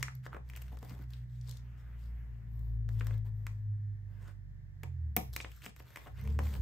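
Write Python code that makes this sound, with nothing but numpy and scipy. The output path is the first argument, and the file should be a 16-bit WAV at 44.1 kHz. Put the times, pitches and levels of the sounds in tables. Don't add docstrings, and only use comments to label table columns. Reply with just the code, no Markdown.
import sys
import numpy as np
from scipy import signal
from scipy.fft import rfft, irfft
from scipy.io import wavfile
from scipy.ndimage import uniform_filter1d, map_coordinates

SR = 44100
rng = np.random.default_rng(int(sys.argv[2]) if len(sys.argv) > 2 else 0)


def store_wav(level_fs):
    pcm = np.round(np.clip(np.atleast_2d(level_fs), -1, 1) * 32767)
    wavfile.write(sys.argv[1], SR, pcm.T.astype(np.int16))


N = 291501
T = np.arange(N) / SR

# start in seconds, length in seconds, page flexing in dB,
# rubbing in dB, crinkling in dB, tautness as level of the finest creases over the creased edge in dB.
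STROKES = [(-0.03, 0.074, -62.5, -62, -61.5, -1), (0.223, 0.065, -83, -63, -65.5, -6),
           (0.306, 0.1, -62, -60, -74.5, -2), (0.421, 0.38, -72, -71.5, -74, -3),
           (0.708, 0.061, -62, -67.5, -68.5, 1), (0.788, 0.22, -63.5, -66.5, -66, 2),
           (0.951, 0.12, -68.5, -71, -72.5, 1), (1.056, 0.22, -79, -74.5, -75, -2.5),
           (1.246, 0.36, -89.5, -83.5, -78, -3.5), (1.44, 0.19, -69.5, -68, -64.5, -10),
           (1.367, 1.46, -76, -74, -84, 3), (1.763, 0.073, -81, -78, -77, -3),
           (1.953, 0.2, -93, -95.5, -76.5, -3), (2.445, 0.41, -74.5, -86, -78.5, 6.5),
           (2.865, 0.35, -70.5, -74.5, -72.5, -1.5), (3.032, 0.2, -65.5, -68.5, -73, -2),
           (3.24, 0.07, -63.5, -70.5, -70, 3), (3.273, 0.44, -78, -88.5, -81.5, 4.5),
           (4.027, 0.42, -76, -77, -84, 0), (4.181, 0.17, -68.5, -69.5, -73, -8),
           (5.321, 0.061, -71, -74.5, -58, 1), (5.364, 0.15, -66, -81, -61, -29),
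           (5.458, 0.24, -86, -73, -67.5, -2), (5.605, 0.11, -69.5, -57.5, -56.5, -7),
           (5.758, 0.085, -72, -70, -66, 3), (5.8, 0.4, -70.5, -65, -68, 0.5),
           (6.056, 0.042, -56, -56, -69, 1), (6.11, 0.34, -68.5, -68, -70.5, -3.5),
           (6.372, 0.29, -61, -64, -60.5, -0.5)]
ATTACK_SHARE, RELEASE_SHARE = 0.27, 0.51
GLIDE_S = 0.43
CATCH_DB = -75.5
# frequency in Hz, density in dB per Hz.
FLEX_COLOUR = [(120, 2.5), (220, -1), (420, 2.5), (590, 0), (760, -1), (1080, 1.5), (1500, -22.5),
               (2500, -42.5)]
SHEET_COLOUR = [(600, -27.5), (900, -8.5), (1100, 0), (1450, 6.5), (2100, 5.5), (2350, 1), (2750, -1),
                (3500, -15.5), (7000, -38.5)]
EDGE_COLOUR = [(2200, -26.5), (3400, 2), (4600, 1), (6500, -3.5), (8500, -0.5), (10000, -4), (12000, -18.5)]
FIZZ_COLOUR = [(8000, -59), (10500, -4.5), (11800, 8), (13000, 4), (14600, 4), (15700, 1.5), (17000, -38)]

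# time in seconds, turns per second in Hz.
ENGINE_SPEED = [(0, 64.48), (0.8, 62.04), (1.6, 60.64), (2.4, 57.06), (3.03, 54.65), (4.34, 49.62),
                (4.81, 46.53), (4.92, 43.43), (5.13, 36.61), (5.3, 31.44), (6.1, 30.17), (6.22, 32.86),
                (6.3, 36.1), (6.4, 36.76), (6.47, 37.8), (6.54, 33.4), (6.6, 31.1)]
# time in seconds, opening from 0 to 1.
THROTTLE = [(0, 0.49), (2.1, 0.56), (2.9, 0.7), (3.6, 0.52), (4.55, 0.43), (5.05, 0.58), (5.3, 0.51),
            (5.75, 0), (6.06, 0.17), (6.27, 0.89), (6.43, 0.88), (6.54, 0.79), (6.6, 0.84)]
IDLE_DB, THROTTLE_DB = -56, 33
HARD_FROM = 0.59
# multiple of the turning rate, level in dB before walls and throttle.
OVERTONES = [(2.5, -28), (3, -14), (3.5, -22.5), (4, -17), (5, -32), (6, -14.5), (8, -9.5), (12, -13)]
# frequency in Hz, gain in dB.
WALLS = [(90, -4.5), (115, 9.5), (138, 6.5), (165, -23.5), (200, -10), (228, -15), (280, -40)]
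# frequency in Hz, density in dB per Hz.
RASP_COLOUR = [(170, -15), (250, 0.5), (425, -7.5), (455, 7.5), (500, -13.5), (900, -35)]
# frequency in Hz, width in Hz, gain in dB.
BOOMS = [(48.35, 4.3, -11), (55.53, 5.5, -5.5), (58.57, 1.5, -4), (61.98, 2.1, -4), (77.5, 18.2, -1.5),
         (88, 6.8, -4.5), (103.48, 3.7, 3), (108.7, 5.93, -1), (121.98, 2.93, -6.5), (128.63, 1.87, -3.5)]
BOOM_FLOOR_DB = -29.5
# time in seconds, depth in dB.
DIPS = [(0.22, -10), (0.88, -10), (1.32, -7.5), (2.42, -7)]
DIP_S = 0.069
# frequency in Hz, left minus right in dB.
STANDING_WAVES = [(75, 0.3), (91, -6.5), (98, -17.5), (103, -1.5), (107, 4.5), (113, 6.5), (122, -2)]

# frequency in Hz, density in dB per Hz.
AIR_COLOUR = [(25, -11.5), (45, 3), (62, 13.5), (90, 3), (125, 14.5), (170, -5), (300, -21), (700, -25),
              (1350, -29), (1780, -17.5), (2500, -35.5), (8000, -42), (16000, -41.5)]
AIR_DB = -58.5
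# frequency in Hz, level against the direct sound in dB, t60 in seconds.
ROOM_BANDS = [(158, -3, 0.15), (500, -1.5, 0.23), (1640, -10, 0.23), (4076, -6, 0.29), (8500, -5.5, 0.26),
              (13900, -18, 0.29)]

# time in seconds, sheet pitch in Hz, level in dB,
# dull body in dB, sharpness in dB, time scale of the fold in seconds; body and sharpness relative to level.
SNAPS = [(0.0274, 2190, -34, -16, -11.5, 0.0021), (0.0279, 7800, -40, -37, -41, 0.0014),
         (0.0820, 1690, -43, -17.5, -58, 0.0027), (0.263, 1690, -46, -2, -31, 0.003),
         (0.33, 1320, -45.5, -18, -81, 0.0012), (0.346, 1250, -46.5, 0.5, -70, 0.0022),
         (0.3647, 1480, -50, 3.5, -40, 0.0054), (0.498, 2380, -54, -14, -9, 0.0037),
         (0.535, 2040, -56.5, -11, -17, 0.0022), (0.5523, 2920, -58, -15, -24, 0.0031),
         (0.561, 2740, -54, -14, 0, 0.0051), (0.568, 2580, -54.5, -6, -3, 0.01),
         (0.616, 2670, -58, -6, 3.5, 0.009), (0.771, 1420, -59.5, 3, -12, 0.0014),
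         (0.8275, 1330, -59, 9, -10, 0.0033), (0.906, 1300, -55.5, -3, -21, 0.0048),
         (0.9904, 1360, -65.5, 8, -18, 0.0017), (1.1342, 3640, -58, -13, -12, 0.0025),
         (2.8891, 1690, -56.5, -2.5, -11, 0.0024), (3.0094, 1760, -44, -21, -36, 0.0016),
         (3.019, 1790, -58, -10, -45, 0.0027), (3.0686, 1930, -53.5, 0, -1.5, 0.0018),
         (3.107, 1580, -55, 3, -28, 0.0047), (3.4667, 1910, -46.5, -11, -11.5, 0.0023),
         (4.8333, 2270, -50.5, -8, -6, 0.0018), (5.165, 2310, -35.5, -3.5, 10, 0.0013),
         (5.3619, 2250, -38.5, -10, -1.5, 0.0042), (5.4023, 2400, -41, -11.5, -42, 0.0013),
         (5.4453, 2230, -45, -3, -41, 0.0024), (5.515, 2940, -59, -17, -5, 0.0067),
         (5.619, 2620, -58, -25, -10, 0.0053), (5.643, 2000, -55.5, -5.5, -8, 0.0048),
         (5.6621, 2400, -45.5, -5.5, -14, 0.0016), (5.7625, 2310, -61.5, -7, -2.5, .0025),
         (5.799, 2010, -57.5, 4, -21, 0.007), (5.904, 1500, -64, -1, -9, 0.0025),
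         (5.958, 2000, -45, -11.5, -15, 0.0045), (5.971, 2170, -50.5, -1.5, -11, 0.0031),
         (6.077, 1400, -60.5, 5, -23, 0.002), (6.273, 2270, -55.5, 1, -8, 0.0052),
         (6.3896, 1900, -41.5, 4, -16, 0.0021), (6.468, 2230, -56, -10, -21, 0.0033),
         (6.537, 3120, -55.5, -13, -14, 0.0033), (6.551, 2280, -56, 4, -10, 0.0029)]
EDGE_DB, EDGE_SLOPE = -0.5, 0.57
BURST_S = 0.006
# time in seconds, edge level in dB,
# top treble relative to that level in dB.
CREASES = [(0.1513, -67, 8.5), (0.489, -69, -1), (0.788, -67.5, -1), (0.848, -66.5, 2), (1.105, -68.5, -2),
           (1.412, -66.5, -19), (1.475, -66, -5), (1.4935, -56, -4), (1.511, -55, -3.5),
           (1.5699, -62.5, -5), (2.592, -77.5, 7), (2.997, -63.5, -16), (3.045, -71, 6), (3.178, -73, 4),
           (5.351, -62, 2), (5.413, -57.5, -13), (6.197, -77, 5), (6.212, -68.5, 5), (6.238, -69, 5)]
# time in seconds, level in dB, frequency above which it is dull in Hz.
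KNOCKS = [(0.362, -62, 600), (0.727, -52.5, 800), (.829, -53.5, 750), (.847, -59, 1150), (.914, -44.5, 260),
          (0.997, -48, 260), (3.009, -46, 420), (4.8335, -49.5, 2500), (5.166, -34, 3010),
          (5.174, -37.5, 480), (5.664, -44.5, 262), (6.392, -45.5, 2000)]
# frequency in Hz, level in dB, t60 in seconds.
DESK_MODES = [(179, -0.5, 0.14), (221.4, -2, 0.093), (278, -8.5, 0.053), (373, -15, 0.1),
              (458.5, -4, 0.068), (770, 6, 0.03), (950, -10, 0.12), (1060, -6.5, 0.056),
              (1200, -14.5, 0.074), (2290, 3.5, 0.018)]

# time in seconds, left minus right in dB where the shadow is full.
HANDS = [(0, 13), (.4, -1), (.56, 9.5), (1.5, 12.5), (3.07, 11.5), (3.47, 3.5), (5.4, 5), (5.96, 6),
         (6.4, 4)]
# frequency in Hz, share from 0 to 1.
SHADOW = [(400, 0), (1800, 0), (4000, 1), (8000, 0.5), (11500, 0)]
PORT_LAG_S, PORT_FROM_HZ = 0.00014, 6470
TOP_HZ = 16000


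def undb(db):
    return 10 ** (np.asarray(db) / 20)


def unit(x):
    return x / np.sqrt(np.mean(x ** 2))


def read(points, hz, axis=1):
    points = np.array(points, float)
    return np.interp(np.log(np.maximum(hz, 1)), np.log(points[:, 0]), points[:, axis])


def response(points, size=2048):
    cepstrum = irfft(np.log(undb(read(points, np.fft.rfftfreq(size, 1 / SR)))))
    cepstrum[1:size // 2] *= 2
    cepstrum[size // 2 + 1:] = 0
    h = irfft(np.exp(rfft(cepstrum)))
    return h / np.linalg.norm(h)


def colour(x, points, size=2048):
    return signal.fftconvolve(x, response(points, size=size))[:N]


def walk(rate):
    hold = int(SR / rate)
    steps = np.repeat(rng.standard_normal(N // hold + 2), hold)
    smooth = uniform_filter1d(uniform_filter1d(steps, hold), hold)
    return unit(smooth[:N])


def add(out, s, x):
    i = max(int(s * SR), 0)
    out[i:i + len(x)] += x[:max(N - i, 0)]


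def grains(rate, spread_db, hiss):
    size = undb(spread_db * np.minimum(rng.exponential(size=N), 2.5))
    slips = (rng.random(N) < rate / SR) * size * rng.choice([-1, 1], N)
    return unit(unit(slips) + hiss * rng.standard_normal(N))


def bend(x, depth_db, patch_hz, patch_s, size=512):
    hop = size // 4
    z = signal.stft(x, nperseg=size, noverlap=size - hop)[2]
    field = rng.standard_normal((size, z.shape[1]))
    hz = np.arange(len(z)) * SR / size
    t = np.arange(z.shape[1]) * hop / SR
    places = np.meshgrid(hz / patch_hz, t / patch_s, indexing="ij")
    gain = undb(depth_db * map_coordinates(field, places, order=1, mode="wrap"))
    return signal.istft(z * unit(gain), nperseg=size, noverlap=size - hop)[1][:N]


def effort(start, length):
    part = (T - start) / length
    ramp = np.minimum(part / ATTACK_SHARE, (1 - part) / RELEASE_SHARE)
    return np.sin(np.pi / 2 * np.clip(ramp, 0, 1)) ** 2


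def plastic(flutter, slips):
    return np.array([colour(flutter, FLEX_COLOUR), colour(slips, SHEET_COLOUR),
                     colour(slips, EDGE_COLOUR), colour(slips, FIZZ_COLOUR)])


def handling():
    grip = unit(undb(5.6 * np.minimum(walk(70), 1)))
    slips = grains(rate=480, spread_db=4.5, hiss=.35)
    slips = bend(slips, depth_db=5, patch_hz=700, patch_s=.018)
    flutter = grains(rate=330, spread_db=2.5, hiss=0.19)
    catching, gliding = np.zeros((2, 4, N))
    for start, length, flex_db, rub_db, crinkle_db, taut_db in STROKES:
        taut = undb(taut_db)
        crinkle = undb(crinkle_db) / np.hypot(1, taut)
        levels = [undb(flex_db), undb(rub_db), crinkle, crinkle * taut]
        power = np.outer(levels, effort(start, length)) ** 2
        brisk = 1 / (1 + (length / GLIDE_S) ** 2)
        rough = brisk / (1 + undb(CATCH_DB - crinkle_db) ** 2)
        catching += rough * power
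        gliding += (1 - rough) * power
    crackle = grip * plastic(flutter, slips) * np.sqrt(catching)
    glide = bend(rng.standard_normal(N), depth_db=4, patch_hz=600, patch_s=.045)
    hiss = plastic(rng.standard_normal(N), glide) * np.sqrt(gliding) * undb(0.58 * walk(25))
    return (crackle + hiss).sum(0)


def boom(hz):
    power = undb(BOOM_FLOOR_DB) ** 2
    for centre, width, db in BOOMS:
        power = power + (undb(db) / (1 + (2 * (hz - centre) / width) ** 2)) ** 2
    return np.sqrt(power)


def engine(push_db=15, smooth_db=-13, low_cut_hz=41, body_db=-5, rasp_db=-30):
    hz = np.interp(T, *np.transpose(ENGINE_SPEED))
    throttle = np.interp(T, *np.transpose(THROTTLE))
    level = undb(IDLE_DB + THROTTLE_DB * throttle)
    dip_db = sum(db * np.exp(-((T - at) / DIP_S) ** 2) for at, db in DIPS)
    turn = level * boom(hz) * undb(dip_db) / np.hypot(1, (low_cut_hz / hz) ** 10)
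    fire = level * boom(2 * hz)
    phase = 2 * np.pi * np.cumsum(hz * (1 + 0.0017 * walk(29))) / SR
    tones = turn * undb(1.3 * walk(8.2)) * np.sin(phase)
    tones = tones + fire * undb(1.5 * walk(16)) * np.sin(2 * phase)
    load = level * undb(body_db)
    hard = np.clip((throttle - HARD_FROM) / (1 - HARD_FROM), 0, 1)
    for multiple, db in OVERTONES:
        drive_db = hard * (smooth_db if multiple % 2 else push_db * np.log2(multiple / 4))
        gain = undb(db + drive_db + read(WALLS, multiple * hz) + 2 * walk(11))
        tones = tones + load * gain * np.sin(multiple * phase + rng.uniform(0, 2 * np.pi))
    # frequency in Hz, density in dB per Hz
    uneven_colour = [(25, -46.5), (55, 2.0), (130, 6.5), (190, -3.5), (400, -25.5), (900, -65.0)]
    uneven = colour(rng.standard_normal(N), uneven_colour, size=8192)
    puffs = rng.standard_normal(N) * (1 + np.cos(2 * phase))
    rasp = hard * undb(rasp_db) * colour(puffs, RASP_COLOUR, size=8192)
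    out = np.sqrt(2) * tones + load * (undb(-16.5) * uneven + rasp)
    half_db = np.array([[.5], [-.5]])
    pan = undb(read(STANDING_WAVES, np.fft.rfftfreq(N, 1 / SR)) * half_db)
    return irfft(rfft(out) * pan, N)


def spread(mid, side):
    width = [(60, -4.5), (200, -3.0), (600, 3.5), (2000, 2.5), (6000, 4.5), (9000, -14.5), (15000, -22.5)]
    width_db = read(width, np.fft.rfftfreq(N, 1 / SR))
    side = irfft(rfft(side) * undb(width_db), N)
    return mid + side * np.array([[1], [-1]])


def still_air():
    air = spread(*(unit(colour(rng.standard_normal(N), AIR_COLOUR, size=8192)) for _ in range(2)))
    return air * undb(AIR_DB + .5 * walk(9.9))


def room(x, size=16384):
    t = np.arange(size) / SR
    hz = np.fft.rfftfreq(size, 1 / SR)
    log_centres = np.log(np.array(ROOM_BANDS)[:, 0])
    tails = np.zeros((2, size))
    for k, (_, db, t60) in enumerate(ROOM_BANDS):
        share = np.interp(np.log(hz + 1), log_centres, np.eye(len(ROOM_BANDS))[k])
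        fade = undb(-60 * t / t60) * np.clip((t - .002) / 0.0014, 0, 1)
        band = irfft(rfft(rng.standard_normal((2, size))) * np.sqrt(share))
        tails += band * fade / np.linalg.norm(fade) * undb(db)
    return spread(*(signal.fftconvolve(x, tail)[:N] / np.sqrt(2) for tail in tails))


def add_ring(out, s, burst, part, db):
    ring = signal.fftconvolve(burst, part)
    add(out, s, ring / np.linalg.norm(ring) * np.sqrt(BURST_S * SR) * undb(db))


def snaps(lead_s=.0003, crackle=0.76, crackle_s=0.0049, size=1024):
    out, t = np.zeros(N), np.arange(size) / SR
    page, edge, fizz = [response(c) for c in (FLEX_COLOUR, EDGE_COLOUR, FIZZ_COLOUR)]
    for s, hz, db, body_db, sharp_db, slip_s in SNAPS:
        fold = t / slip_s * np.exp(1 - 2 * (t / slip_s) ** 2)
        shape = fold + crackle * np.exp(-t / crackle_s) * (1 - np.exp(-2 * t / slip_s))
        force = rfft(rng.standard_normal(size) * shape)
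        bins = np.linspace(0, 44, len(force))
        peaks = undb(2.5 * np.interp(bins, np.arange(45), rng.standard_normal(45)))
        burst = irfft(force / np.abs(force) * peaks) * np.sqrt(shape)
        sheet = response([(hz / 4, -40), (hz / 2, -10), (hz, 0), (2 * hz, -20), (4 * hz, -45)])
        edge_db = EDGE_DB + EDGE_SLOPE * min(sharp_db, 0)
        for part, part_db in ((sheet, 0), (page, body_db), (edge, edge_db), (fizz, sharp_db)):
            add_ring(out, s - lead_s, burst, part, db + part_db)
    return out


def creases(decay_s=0.0016, size=512):
    out, t = np.zeros(N), np.arange(size) / SR
    edge, fizz = response(EDGE_COLOUR), response(FIZZ_COLOUR)
    for s, db, top_db in CREASES:
        burst = rng.standard_normal(size) * np.sqrt(t) * np.exp(-t / decay_s)
        add_ring(out, s, burst, edge, db)
        add_ring(out, s, burst, fizz, db + top_db)
    return out


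def knocks(contact_s=0.00075, slap_db=-7, slap_t60=0.13, smear_hz=9):
    out, t = np.zeros(N), np.arange(SR // 3) / SR
    hz, db, t60 = np.transpose(DESK_MODES)[:, :, None]
    for s, blow_db, dull_hz in KNOCKS:
        spot, detune = rng.standard_normal((2, len(DESK_MODES), 1))
        steps = rng.standard_normal((len(DESK_MODES), len(t)))
        drift = np.cumsum(steps, axis=1) * np.sqrt(2 * np.pi * smear_hz / SR)
        tones = np.sin(2 * np.pi * hz * (1 + 0.011 * detune) * t + drift)
        modes = undb(db + spot - 60 * t / t60) * tones / np.hypot(1, (hz / dull_hz) ** 3)
        slap = rng.standard_normal(len(t)) * undb(slap_db - 60 * t / slap_t60)
        slap = colour(slap, FLEX_COLOUR)[:len(t)]
        slap = signal.sosfilt(signal.butter(3, dull_hz, fs=SR, output="sos"), slap)
        add(out, s, undb(blow_db) * (modes.sum(0) + slap) * (1 - np.exp(-t / contact_s)))
    return out


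def squeak(start=4.144, end=4.348, first_hz=1700, last_hz=1477, db=-71):
    part = np.clip((T - start) / (end - start), 0, 1)
    hz = (first_hz + (last_hz - first_hz) * part) * (1 + .045 * walk(500))
    return undb(db + 2 * walk(44)) * np.sin(np.pi * part) * np.sin(2 * np.pi * np.cumsum(hz) / SR)


def scene():
    binder = handling() + snaps() + creases() + knocks() + squeak()
    share = np.clip(read(SHADOW, np.fft.rfftfreq(N, 1 / SR)), 0, 1)
    shaded = irfft(rfft(binder) * share, N)
    pan = undb(np.interp(T, *np.transpose(HANDS)) * np.array([[.5], [-.5]]))
    near = binder + shaded * (pan - 1)
    return near + room(binder) + engine() + still_air()


def record(dry):
    hz = np.fft.rfftfreq(N, 1 / SR)
    turn = np.pi * PORT_LAG_S * np.maximum(hz - PORT_FROM_HZ, 0)
    ports = irfft(rfft(dry) * np.exp(1j * turn * np.array([[-1], [1]])), N)
    return signal.sosfilt(signal.ellip(8, .2, 70, TOP_HZ, fs=SR, output="sos"), ports)


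dry = scene()
out = record(dry)
store_wav(out)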